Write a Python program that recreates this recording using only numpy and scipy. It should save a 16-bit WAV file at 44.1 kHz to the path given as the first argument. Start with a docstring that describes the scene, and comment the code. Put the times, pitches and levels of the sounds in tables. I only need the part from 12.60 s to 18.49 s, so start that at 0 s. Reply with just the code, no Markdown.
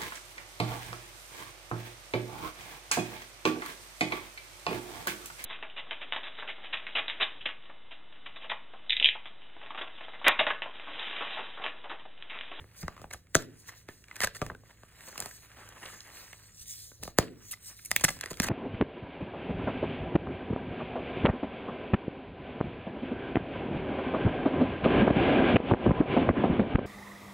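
"""Slabs of gym chalk are snapped and crushed by hand close up, heard in stereo in a small quiet room. Three
slabs snap right through with their own resonances; smaller pieces crack, cave in and flake. Each fracture bends
the chalk, so its treble arrives first and its thump last: a very short falling chirp. Between breaks, crumbs
grind, powder slides on skin, hands rumble and bump, and the container booms when knocked. Behind them lie soft
room echoes, still air and a faint machine hum."""
import sys
import numpy as np
from scipy import signal
from scipy.fft import rfft, irfft, next_fast_len
from scipy.io import wavfile
from scipy.ndimage import uniform_filter1d, map_coordinates

SR = 44100
rng = np.random.default_rng(int(sys.argv[2]) if len(sys.argv) > 2 else 0)


def bounce(signal):
    """Save signal as a 16-bit WAV file at the path given by the first command-line argument."""
    frames = np.transpose(np.atleast_2d(signal))
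    limited = np.clip(frames, -1, 1)
    pcm = np.round(limited * 32767).astype(np.int16)
    wavfile.write(sys.argv[1], SR, pcm)


N = 259737

# Resonances of three slabs, before a gentle bass cut: (centre [Hz], width [Hz], level [dB])
FIRST_SLAB = [(132, 124, 22), (378, 190, 23.5), (604.5, 150, 22.5), (1545, 440, 23.5), (3600, 4000, 5.5),
              (6470, 1100, 17), (9000, 3200, 6), (14200, 2000, 0.5)]
SECOND_SLAB = [(111.4, 150, 25.3), (383, 395, 25.2), (634, 180, 19.7), (1140, 600, 16.7), (1800, 390, 17.8),
               (4900, 1800, 9.1), (6790, 640, 11.8), (8900, 12000, 3.8), (13500, 1600, 4.2)]
THIN_SLAB = [(119, 250, -2), (2205, 690, 17), (3490, 620, 9), (6600, 2500, 4), (9500, 2500, 3),
             (14400, 3200, 7.5)]
# Whole slabs snapping in two: (time [s], table of resonances)
BREAKS = [(0.7521, FIRST_SLAB), (4.5859, SECOND_SLAB), (5.363, THIN_SLAB)]
# Centres of the thump, knock, crack, snap and fizz bands: (pitch [Hz])
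BAND_HZ = [170, 500, 1500, 3800, 9500]
# Single fractures; thud and brightness are bass and treble against the crack itself:
# (time [s], ring of the piece [Hz], strength [dB], thud [dB], brightness [dB])
SNAPS = [(0.042, 2018, -11.5, -2, -51), (0.23, 1870, -7.5, -14, -16), (0.2812, 1146, 6.5, -2, -27),
         (0.366, 1150, -9.5, -6.5, -31), (0.378, 1250, -8.5, -9, -44.5), (0.3957, 1160, -13, -2.5, -39),
         (0.4169, 1160, -12.5, 12, -13), (0.4421, 800, -6, 8.5, -37.5), (0.511, 2120, -2, -20.5, -20.5),
         (0.544, 1200, -4.5, -1, -22), (0.67, 2200, -21.5, -28.5, -24), (0.748, 1830, 9.5, -13, -11),
         (0.8233, 1900, -11.5, 0.5, -7), (1.123, 1830, -16, -15, -24.5), (1.288, 1774, -1.5, 1.5, -22.5),
         (1.441, 2480, -10.5, -40.5, -23.5), (1.484, 2180, -10.5, -31.5, -24.5),
         (1.5125, 2140, 0.5, -22.5, -35), (1.5653, 1630, -9, -10, -3.5), (1.605, 2100, 9, -6, -13),
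         (1.6321, 1740, 7, -4, -26), (1.6364, 2240, 14, -13, -18), (1.6419, 1370, 9.5, -2.5, -15),
         (1.645, 1840, 12.5, -10, -23.5), (1.6727, 1700, 5, -6, -13), (1.8169, 1186, 10, 7, -25.5),
         (1.8649, 1910, -6, 5, -7.5), (1.8996, 1780, 2.5, -2, -50.5), (1.9041, 1000, -4, 4, -45),
         (1.9493, 1585, -7.5, 0, -27.5), (2.035, 1125, -22.5, 8.5, -47.5), (2.234, 1180, -12.5, 10, -25),
         (2.408, 1970, -8.5, -18, -20), (2.528, 1780, -9, -3, -42), (2.5575, 1100, -5.5, -8, -29),
         (2.5788, 2500, -3, -3, -4.5), (2.592, 780, -13, 8, -22), (2.603, 1380, -10.5, 11, 12.5),
         (2.613, 1310, -8.5, 3, -11), (2.6238, 1730, -1.5, 2.5, -13), (2.6594, 1170, -6.5, 3, -1.5),
         (2.712, 1890, -10.5, -8, -15), (3.09, 1400, -21.5, 10, 3.5), (3.223, 1590, -8.5, -2, -31.5),
         (3.2556, 1180, -9, -4, -13), (3.3, 1300, -11.5, -4.5, -27), (3.730, 1950, -9.5, -0.5, -13),
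         (4.317, 1534, -17, 6, -31.5), (4.43, 1224, -10.5, 20.5, -14.5), (4.435, 2640, -7, 1, 2.5),
         (4.453, 1900, -13.5, 14, -10), (4.4776, 1170, -4.5, 10, -15), (5.3095, 2200, -8.5, -1, -0.5),
         (5.315, 2020, 14, -8.5, -9), (5.3974, 2380, -6, -8, -10), (5.439, 1290, 11.5, 7, -12),
         (5.449, 2050, 19, -18, -14), (5.4883, 2080, 11.5, -17, -17), (5.567, 1010, -13.5, 5, -20),
         (5.59, 1500, -14, -2, -7), (5.6111, 1920, 2.5, -28, -7.5), (5.6383, 1860, 6, -8.5, -20.5),
         (5.6595, 1900, 4, -27, -16), (5.7128, 2100, -26, 2, -10), (5.732, 1300, -10.5, 1, -7),
         (5.772, 2200, -13.5, -7, -4), (5.8004, 1900, 15, -4.5, -10), (5.8204, 1900, -9, 7, 4),
         (5.869, 1900, -5, -1, -15), (5.8857, 2550, 10, 0, -27)]
# Runs of tiny fractures where an edge caves in or scrapes:
# (time [s], length [s], ring of the piece [Hz], strength [dB], thud [dB], brightness [dB])
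CRUNCHES = [(0.225, 0.012, 1250, -11, 23, -33), (0.363, 0.05, 1200, -16, 0, -16),
            (0.505, 0.009, 1900, -10, 4, -12.5), (0.527, 0.01, 1770, -2.5, -8, -6.5),
            (0.754, 0.012, 1770, 3.5, 18.5, -4.5), (1.086, 0.011, 1790, -3, -8.5, -16),
            (1.283, 0.011, 1750, -3, 0, -29), (1.556, 0.0065, 1620, -2.5, -26, -13.5),
            (1.613, 0.018, 1690, 10, -7, -9.5), (1.634, 0.013, 1850, 12.5, -3.5, -5.5),
            (1.748, 0.02, 1900, -2.5, -7, -8), (1.819, 0.006, 1170, 3, 9.5, -22.5),
            (1.832, 0.022, 1300, -32, 31, -13), (1.898, 0.023, 1250, -9, 18.5, -40),
            (2.472, 0.02, 1695, -9.5, 5, -5), (2.58, 0.012, 1210, -10, -4, -5.5),
            (2.647, 0.023, 1290, -6.5, 2.5, -16), (2.964, 0.11, 1280, -4, -5.5, -30),
            (3.25, 0.014, 1530, -12, 2.5, -16), (3.324, 0.037, 1810, -13.5, 3.5, -16),
            (4.91, 0.016, 2684, -13.5, -6.5, 14.5), (4.929, 0.01, 1830, -3.5, -12, -9),
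            (5.189, 0.007, 2270, -10, -32, -15), (5.249, 0.013, 2390, -20, -36.5, 16.5),
            (5.407, 0.0084, 2000, 0.5, -4, -6), (5.4398, 0.0053, 1740, 12.5, -2.5, 1),
            (5.481, 0.0095, 2370, 13, -8, -14.5), (5.502, 0.0054, 2020, -4.5, 7, -3.5),
            (5.703, 0.013, 1960, -4, 11, -2.5), (5.827, 0.0054, 1830, 3.5, -4, -5),
            (5.835, 0.0103, 2080, 6.5, 0, -4.5), (5.865, 0.0069, 1870, -12, 27, 4)]
# Colour shared by snaps and crunches: (frequency [Hz], gain [dB])
CHALK_COLOUR = [(25, -10.5), (60, -9), (150, -3.5), (300, -6), (550, 1), (850, -3.5), (1400, -8),
                (2000, -5), (3000, -5), (5000, 0), (6600, -1), (8500, -5.5), (10500, -2.5), (14500, -9),
                (16500, -28)]
# Small hard flakes clicking against each other: (time [s], pitch [Hz], level [dB])
FLAKES = [(0.769, 3980, -2.5), (2.971, 1900, -19), (3.033, 1650, -21), (3.26, 3130, -9), (3.34, 1700, -19),
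          (3.406, 4560, -13), (3.502, 1700, -17), (3.571, 1970, -12.5), (3.732, 2020, -11.5),
          (4.059, 2400, -26.5), (4.627, 2340, -12), (4.681, 2100, -19), (4.733, 1600, -28.5),
          (5.634, 2000, -3.5), (5.675, 2000, -17), (5.741, 3300, -16)]

# Fingers bear down and grind crumbs: (time of hardest moment [s], level [dB], rise [s], fall [s])
SQUEEZES = [(0.01, -61.5, 0.081, 0.1), (0.25, -58.5, 0.39, 0.36), (0.42, -60, 0.086, 0.11),
            (0.535, -50.5, 0.031, 0.048), (0.79, -49.5, 0.025, 0.11), (0.95, -65, 0.23, 0.24),
            (1.11, -55, 0.1, 0.18), (1.295, -55, 0.032, 0.114), (1.65, -48, 0.22, 0.071),
            (1.85, -54, 0.17, 0.12), (2.10, -59.5, 0.13, 0.11), (2.26, -62, 0.26, 0.35),
            (2.475, -53.5, 0.26, 0.18), (2.61, -50, 0.19, 0.26), (2.83, -60.5, 0.079, 0.58),
            (3.0, -53, 0.15, 0.24), (3.27, -49.5, 0.35, 0.22), (3.58, -52, 0.37, 0.28),
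            (3.745, -59, 0.12, 0.46), (4.46, -58.5, 0.016, 0.095), (4.59, -42, 0.019, 0.091),
            (4.87, -63.5, 0.6, 0.54), (5.09, -55.5, 0.021, 0.092), (5.49, -58.5, 0.43, 0.78),
            (5.65, -53, 0.097, 0.18), (5.86, -40.5, 0.093, 0.33)]
# A powdery face is drawn over skin: (time of fastest moment [s], level [dB], rise [s], fall [s])
STROKES = [(0.218, -45.5, 0.075, 0.023), (0.535, -56.5, 0.05, 0.092), (0.81, -52.5, 0.098, 0.05),
           (1.0, -58.5, 0.1, 0.12), (1.085, -47, 0.03, 0.03), (1.18, -56.5, 0.072, 0.087),
           (1.335, -62.5, 0.041, 0.27), (1.77, -55, 0.054, 0.1), (2.13, -71.5, 0.67, 0.26),
           (2.485, -52.5, 0.16, 0.079), (2.66, -50, 0.31, 0.31), (3.33, -54, 0.23, 0.38),
           (3.57, -51, 0.12, 0.24), (3.72, -59.5, 0.22, 1), (4.022, -47, 0.1, 0.05),
           (4.10, -42, 0.069, 0.17), (4.205, -46.5, 0.059, 0.21), (4.435, -46, 0.029, 0.093),
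           (4.89, -49, 0.12, 0.11), (5.075, -45, 0.083, 0.095), (5.19, -54.5, 0.12, 0.35),
           (5.51, -44.5, 0.17, 0.11), (5.71, -55.5, 0.089, 0.16), (5.87, -54, 0.2, .2)]
# A hand shifts its grip and the flesh rumbles: (time of firmest moment [s], level [dB], rise [s], fall [s])
GRIPS = [(0.02, -53.5, 0.33, 0.12), (0.255, -50.5, 0.1, 0.18), (0.42, -52, 0.095, 0.15),
         (0.56, -49.5, 0.06, 0.019), (1.655, -47, 0.027, 0.066), (1.86, -46, 0.093, 0.15),
         (4.425, -49.5, 0.041, 0.15), (5.38, -53, 0.14, 0.53), (5.83, -44.5, 0.13, 0.22)]
# Colours of fine crumbs, coarse lumps, sliding powder and rumbling hands: (frequency [Hz], relative level [dB])
CRUMB_COLOUR = [(100, -3.5), (250, -3), (550, -2), (950, 3.5), (1900, 11.5), (3000, 6.5), (4300, -4),
                (5200, -2), (9000, -5), (16000, -30.5)]
LUMP_COLOUR = [(100, -8.5), (250, 0), (550, 2), (1150, 1.5), (1900, -3.5), (3000, -11), (5000, -21.5),
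               (9000, -24.5)]
POWDER_COLOUR = [(700, -52.5), (2000, -7.5), (3100, -7), (3600, -2), (4200, 4.5), (5500, 5), (6700, 6),
                 (8500, 2.5), (10500, 3), (13000, 2), (15600, -0.5), (16300, -46.5)]
RUMBLE_COLOUR = [(20, -7), (50, -0.5), (85, 5.5), (125, -2.5), (170, -8.5), (250, -12), (500, -13.5),
                 (1500, -37)]
# The container is knocked and rings with a dull boom: (time [s], pitch [Hz], level [dB], fade by 60 dB [s])
BOOMS = [(1.906, 229, -38.5, 0.05), (5.449, 153, -9.5, 0.014), (5.661, 400, -31, 0.016),
         (5.712, 387, -26.5, 0.025), (5.8025, 212, -8, 0.021)]
# Flesh bumping the chalk with a soft low thump: (time [s], pitch [Hz], level [dB], fade by 60 dB [s])
BUMPS = [(0.249, 59, -29.5, 0.064), (4.011, 62, -41, 0.059), (4.409, 89, -41, 0.078)]

# Phase difference between the two microphone ports: (frequency [Hz], left ahead of right [rad])
LEFT_LEAD = [(0, 0), (300, -.4), (1000, -.35), (2100, .3), (2900, 1.4), (3600, 1.2), (4500, 2.1),
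             (5350, 3.14), (7000, 5.4), (7700, 6.2), (9200, 6.4), (10300, 8.3), (11200, 9.2), (12400, 9.7),
             (13500, 11.4), (16000, 13)]
# Level difference between the ports: (frequency [Hz], left minus right [dB])
LEFT_FAVOUR = [(100, -1.1), (1200, 1.5), (2000, -1), (3000, -5.5), (4200, 0.5), (6000, -0.5)]
# How long the room rings: (frequency [Hz], fade by 60 dB [s])
ROOM_FADE = [(100, 0.46), (350, 0.66), (900, 0.064), (2000, 0.39), (6000, 0.14), (15000, 0.18)]
# How strongly the room answers: (frequency [Hz], level [dB])
ECHO_LEVEL = [(60, -43), (150, -8.5), (350, -13.5), (550, -20.5), (900, -10.5), (1900, -23.5),
              (4000, -11.5), (8000, -20.5), (15000, -20)]
# Colour of the still air: (frequency [Hz], relative level [dB])
AIR_COLOUR = [(25, -36), (55, 10), (110, 15), (200, 7.5), (700, -11.5), (1900, -4), (3500, -15.5),
              (15000, -34.5)]
# Faint machine hum: (pitch [Hz], level [dB])
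HUM = [(55, -69.5), (109, -68), (163, -79)]

PIECE = 8192  # samples in one fracture
SPLIT_S = .0008  # time that a crack takes to run through a slab
TOP_HZ = 16700  # nothing is kept from here up
# The knock takes a share of the thud, the snap a share of the brightness.
KNOCK_SHARE, KNOCK_DB, SNAP_SHARE, SNAP_DB = 1, -4.5, 0.48, -6
KNOCK_MOST_DB = 5  # most that the knock may stand above the crack
# One rise before its peak, or one fall after it, a move is this far down; shape above 1 rounds the peak.
SWELL_DB, SWELL_SHAPE = 22.5, 1.3
SHED_DB, LOOSEN_DB = -6.5, -24  # powder shed by a squeeze, crumbs loosened by a stroke
REST_POWDER_DB, REST_CRUMBS_DB, REST_RUMBLE_DB = -77, -83, -66.5  # hands that merely hold the chalk
# Shares of lumps and crumbs, and the squeeze level at which firmness is halfway.
LUMPS_DB, CRUMBS_DB, YIELD_DB = -4, -3, -56
FEW_PER_S, MANY_PER_S = 160, 2200  # crumbs that break under a light touch and under a firm squeeze


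def breaks(between_db=2, top_hz=11000, lowest_hz=28):
    """One clean fracture right through a slab sets all its resonances going."""
    track = np.zeros(N)
    hz = np.fft.rfftfreq(PIECE, 1 / SR)
    bass_cut = np.hypot(hz, lowest_hz / 2) / np.hypot(hz, 2 * lowest_hz)
    for s, resonances in BREAKS:
        power = amp(between_db) ** 2 * np.exp(-(hz / top_hz) ** 2) / 2  # fills the gaps between resonances
        for centre, width, db in resonances:
            power = power + amp(db) ** 2 * .5 ** ((2 * (hz - centre) / width) ** 2)
        force = fracture(splinter=0.35, dust=0.27, dust_s=0.007, strain=0.07, strain_s=0.0036)
        add(track, s - PIECE // 8 / SR, radiated(force, np.sqrt(power) * bass_cut))
    return track


def snaps(onset_s=0.0004):
    """Single fractures, starting just ahead of their peak, each coloured by the piece that gives way."""
    track = np.zeros(N)
    for s, ring_hz, strength_db, thud_db, bright_db in SNAPS:
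        force = fracture(splinter=0.55, dust=0.42, dust_s=0.003, strain=0.09, strain_s=0.0036)
        sound = slab(force, ring_hz, balance(strength_db, thud_db, bright_db))
        add(track, s - onset_s - PIECE // 8 / SR, sound)
    return track


def crunches(rise_s=0.00014, fall_s=0.0028):
    """An avalanche of small breaks that comes in clumps while the edge gives way."""
    track = np.zeros(N)
    t = np.arange(PIECE // 2) / SR
    for s, length, ring_hz, strength_db, thud_db, bright_db in CRUNCHES:
        crush = (1 - np.exp(-t / rise_s)) * np.exp(-np.maximum(t - length, 0) / fall_s)
        clumps = amp(3 * map_coordinates(rng.standard_normal(size=64), [t * 500]))
        force = crush * clumps * grains(len(t), rate=5000, spread_db=6)
        sound = slab(force, ring_hz, balance(strength_db, thud_db, bright_db))
        add(track, s - PIECE // 8 / SR, sound)
    return track


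def flakes(chatter_s=0.0022, octaves=0.66, skirt_db=-20):
    """A flake chatters for a few milliseconds, at the pitch of its own size."""
    track = np.zeros(N)
    t = np.arange(PIECE) / SR
    hz = np.fft.rfftfreq(PIECE, 1 / SR)
    for s, pitch_hz, level_db in FLAKES:
        chatter = np.exp(-(t / chatter_s - 1) ** 2 * 2)
        force = grains(PIECE, rate=7000, spread_db=4) * chatter
        away = np.log2((hz + 1) / pitch_hz)  # octaves from the pitch
        gain = np.exp(-(away / octaves) ** 2) + amp(skirt_db) / (1 + away ** 2)
        add(track, s - chatter_s - PIECE // 8 / SR, radiated(force, amp(level_db) * gain))
    return track


def fracture(splinter, dust, dust_s, strain, strain_s):
    """The chalk crackles under strain, breaks with a burst of splinters and leaves a short trail of dust."""
    t = np.arange(PIECE) / SR
    burst = grains(PIECE, rate=SR, spread_db=7.0) * np.exp(-t / SPLIT_S)
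    trail = grains(PIECE, rate=6000, spread_db=6) * np.exp(-t / dust_s)
    # The creak sits at the end and wraps round to just before the break.
    creak = grains(PIECE, rate=2300, spread_db=5.5) * np.exp(-t[::-1] / strain_s)
    parts = [(splinter, burst), (dust, trail), (strain, creak)]
    debris = sum(size * part / np.linalg.norm(part) for size, part in parts)
    # Fragments are too small to radiate bass.
    force = signal.lfilter(*signal.butter(1, 1500, "high", fs=SR), debris)
    force[0] += 1  # the break itself
    return force


def balance(strength_db, thud_db, bright_db):
    """Levels of thump, knock, crack, snap and fizz: a heavy break lifts the bass, a clean one the treble."""
    knock_db = min(KNOCK_SHARE * thud_db + KNOCK_DB, KNOCK_MOST_DB)
    snap_db = SNAP_SHARE * bright_db + SNAP_DB
    return strength_db + np.array([thud_db, knock_db, 0, snap_db, bright_db])


def slab(force, ring_hz, levels_db, ring_db=8.0, ring_octaves=0.19, hollow_db=4, hollow_ratio=0.42,
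         uneven_db=3.0):
    """One piece of chalk has a damped resonance, a hollow below it, and ripples set by its chance shape."""
    hz = np.fft.rfftfreq(PIECE, 1 / SR)

    def bump(centre):
        """A smooth hill around one pitch."""
        return np.exp(-(np.log2((hz + 1) / centre) / ring_octaves) ** 2)

    ring = ring_db * bump(ring_hz) - hollow_db * bump(hollow_ratio * ring_hz)
    uneven = uneven_db * ripple(hz, spacing_hz=254.6)
    bands = along(list(zip(BAND_HZ, levels_db)), hz)
    return radiated(force, amp(bands + along(CHALK_COLOUR, hz) + ring + uneven))


def ripple(hz, spacing_hz):
    """A smooth random curve of frequency."""
    return map_coordinates(rng.standard_normal(size=400), [hz / spacing_hz], mode="mirror")


def radiated(force, gain):
    """A force heard through chalk: the gain sets the energy of each broad band, the force only the fine grain."""
    push = rfft(force, PIECE)
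    energy = uniform_filter1d(np.abs(push) ** 2, size=281, mode="mirror")
    share = np.sqrt(np.abs(energy) + 1e-12)
    heard = push / share * causal(gain) * bending(np.fft.rfftfreq(PIECE, 1 / SR))
    return np.roll(irfft(heard), PIECE // 8)  # makes room for the creak ahead of the break


def causal(gain):
    """A response with this gain that rings only after it is struck."""
    cepstrum = irfft(np.log(np.maximum(gain, 1e-6)))
    half = len(cepstrum) // 2
    fold = np.r_[1, np.full(half - 1, 2), 1, np.zeros(half - 1)]  # moves all ringing after the strike
    return np.exp(rfft(cepstrum * fold))


def bending(hz, lag_s=0.000969, bend=0.916, lowest_hz=40):
    """Response of a slab in which low bending waves travel slowest."""
    delay = lag_s * (BAND_HZ[2] / (hz + lowest_hz)) ** bend
    return np.exp(-2j * np.pi * np.cumsum(delay) * hz[1])


def hands():
    """Squeezes break crumbs and lumps in fits and starts, strokes hiss with powder, and grips rumble."""
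    squeeze, stroke = effort(SQUEEZES), effort(STROKES)
    firm = squeeze / (squeeze + amp(YIELD_DB) ** 2)  # 0 is light, 1 is firm
    rate = FEW_PER_S + (MANY_PER_S - FEW_PER_S) * firm
    fits = amp(2.2 * wobble(55))

    fine = unit(grains(N, rate=rate, spread_db=4.5) / np.sqrt(rate))
    crumbling = filtered(fits * (fine + chips() / 2), bending)
    crumbs = coloured(cupped(crumbling, depth_db=1.5), CRUMB_COLOUR)
    lumps = coloured(filtered(fits * grains(N, rate=650, spread_db=5), bending), LUMP_COLOUR)
    friction = grains(N, rate=7000, spread_db=3.5) * amp(1.3 * wobble(90))
    powder = coloured(cupped(friction, depth_db=3.0), POWDER_COLOUR)
    rumble = coloured(rng.standard_normal(N), RUMBLE_COLOUR)

    grind = np.sqrt(squeeze + amp(LOOSEN_DB) ** 2 * stroke + amp(REST_CRUMBS_DB) ** 2)
    slide = np.sqrt(stroke + amp(SHED_DB) ** 2 * squeeze + amp(REST_POWDER_DB) ** 2)
    grip = np.sqrt(effort(GRIPS) + amp(REST_RUMBLE_DB) ** 2)
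    crush = np.sqrt(firm * squeeze)  # lumps give way mostly under a firm squeeze
    broken = amp(CRUMBS_DB) * grind * crumbs + amp(LUMPS_DB) * crush * lumps
    return grip * rumble + broken + slide * powder


def effort(moves):
    """Power of a series of hand moves, each swelling to its peak and dying away."""
    t, power = np.arange(N) / SR, np.zeros(N)
    for s, peak_db, rise_s, fall_s in moves:
        away = np.maximum((s - t) / rise_s, (t - s) / fall_s)
        near = away < 4
        power[near] += amp(peak_db - SWELL_DB * np.abs(away[near]) ** SWELL_SHAPE) ** 2
    return power


def chips(centre_hz=1500, octaves=1.0, cycles=0.88, count=6000):
    """Coarse crumbs burst at random, each ticking briefly at the pitch of its own size."""
    starts = rng.integers(0, N, count)
    pitch, size = np.clip(rng.standard_normal((2, count)), -2, 2)
    hz = centre_hz * 2 ** (octaves * pitch[:, None])
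    n = np.arange(PIECE // 48)
    fade = np.exp(-hz * n / SR / cycles)
    ticks = amp(3.5 * size[:, None]) * np.sin(2 * np.pi * hz * n / SR) * fade * hz
    return unit(np.bincount((starts[:, None] + n).ravel(), ticks.ravel(), N)[:N])


def cupped(x, depth_db, size=(6, 17)):
    """The hollow of the moving hand favours a few shifting pitches."""
    z = signal.stft(x, nperseg=512)[2]
    # Random levels are smoothed over pitch, then over time.
    field = uniform_filter1d(rng.standard_normal(z.shape), size[0], 0)
    field = uniform_filter1d(field, size[1], 1)
    return signal.istft(z * amp(depth_db * unit(field)), nperseg=512)[1][:N]


def thuds(rows, attack_s):
    """A knock or bump rings for a few cycles at its own pitch."""
    track = np.zeros(N)
    t = np.arange(PIECE) / SR
    for s, hz, peak_db, t60 in rows:
        envelope = amp(peak_db - 60 * t / t60) * (1 - np.exp(-t / attack_s))
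        add(track, s, envelope * np.sin(2 * np.pi * hz * t))
    return track


def ports(x):
    """Two ports differ in phase and level, and nearby blocks scatter treble differently to each."""
    scatter, scatter_s = .22, .0009
    t = np.arange(SR // 80) / SR
    echoes = rng.standard_normal((2, len(t))) * t * np.exp(-t / scatter_s)
    echoes = signal.lfilter(*signal.butter(2, 1800, "high", fs=SR), echoes)
    echoes = echoes / np.linalg.norm(echoes[0])
    pair = x + scatter * signal.fftconvolve(x[None], echoes, axes=1)[:, :N]
    half = np.array([[.5], [-.5]])  # each port takes half the difference

    def difference(hz):
        """Level and phase of each port."""
        lead = np.interp(hz, *np.transpose(LEFT_LEAD))
        return amp(half * along(LEFT_FAVOUR, hz)) * np.exp(1j * half * lead)

    return filtered(pair, difference)


def room(x, width=0.42, gap_s=0.0075):
    """The walls answer softly, longest in the low middle, and a little differently at each port."""
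    hz, t, z = signal.stft(rng.standard_normal((2, SR * 3 // 4)), SR, nperseg=256)
    t60 = along(ROOM_FADE, hz)[:, None]
    decay = amp(-60 * t / t60) * np.sqrt(2 * np.log(1000) / (t60 * SR))  # equal energy for any length
    level = amp(along(ECHO_LEVEL, hz))[:, None]
    mid, side = signal.istft(z * decay * level, SR, nperseg=256)[1]
    tails = np.pad([mid + width * side, mid - width * side], [(0, 0), (round(gap_s * SR), 0)])
    return signal.fftconvolve(x, tails, axes=1)[:, :N]


def hum(waver_db=2.5, drift=0.66):
    """A far machine hums low and not quite steadily, wavering in level and phase (drift [rad])."""
    t = np.arange(N) / SR
    total = np.zeros(N)
    for hz, db in HUM:
        level = amp(db + waver_db * wobble(16)) * np.sqrt(2)
        total += level * np.sin(2 * np.pi * hz * t + drift * wobble(9.3))
    return total


def amp(db):
    """Decibels to gain."""
    return 10 ** (np.asarray(db) / 20)


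def unit(x):
    """Scale to rms 1."""
    return x / np.sqrt(np.mean(x ** 2) + 1e-20)


def along(points, hz):
    """Read (frequency [Hz], value) points on a log frequency axis."""
    f, v = np.transpose(points)
    return np.interp(np.log(hz + 1), np.log(f + 1), v)


def wobble(rate):
    """A smooth random curve through rate random points a second."""
    return map_coordinates(rng.standard_normal(int(N * rate / SR) + 4), [np.arange(N) * rate / SR])


def grains(size, rate, spread_db):
    """Random tiny breaks, rate a second, of uneven strength and either sign."""
    chance, sizes, signs = rng.random(size), rng.standard_normal(size), rng.standard_normal(size)
    return (chance < rate / SR) * np.sign(signs) * amp(spread_db * np.clip(sizes, -2, 2))


def filtered(x, response):
    """Pass x through a complex response of frequency."""
    m = next_fast_len(N + SR // 2)
    return irfft(rfft(x, m) * response(np.fft.rfftfreq(m, 1 / SR)), m)[..., :N]


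def coloured(x, spectrum):
    """Shape x by a spectrum, at rms 1."""
    return unit(filtered(x, lambda hz: amp(along(spectrum, hz))))


def add(track, s, sound):
    """Mix a sound into the track from time s, or from the very start if s is negative."""
    part = track[max(0, round(s * SR)):][:len(sound)]
    part += sound[:len(part)]


def scene(snap_db=0, crunch_db=0, air_db=-70, spill_db=-16):
    """Fractures and hands close up, more hand sounds out to the sides, over the room, air and hum."""
    fractures = ports(breaks()) + ports(amp(snap_db) * snaps())
    edges = ports(amp(crunch_db) * crunches() + flakes())
    knocks = thuds(BOOMS, attack_s=0.0019) + thuds(BUMPS, attack_s=0.004)
    air = amp(air_db) * coloured(rng.standard_normal(N), AIR_COLOUR) + hum()
    near = fractures + edges + ports(hands() + knocks + air)
    spill = amp(spill_db) * hands()  # opposite in the two ports, so it spreads wide
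    return near + np.array([spill, -spill]) + room(near)


def record(dry):
    """Only sound below the band limit is kept."""
    return filtered(dry, lambda hz: hz < TOP_HZ)


dry = scene()
out = record(dry)
bounce(out)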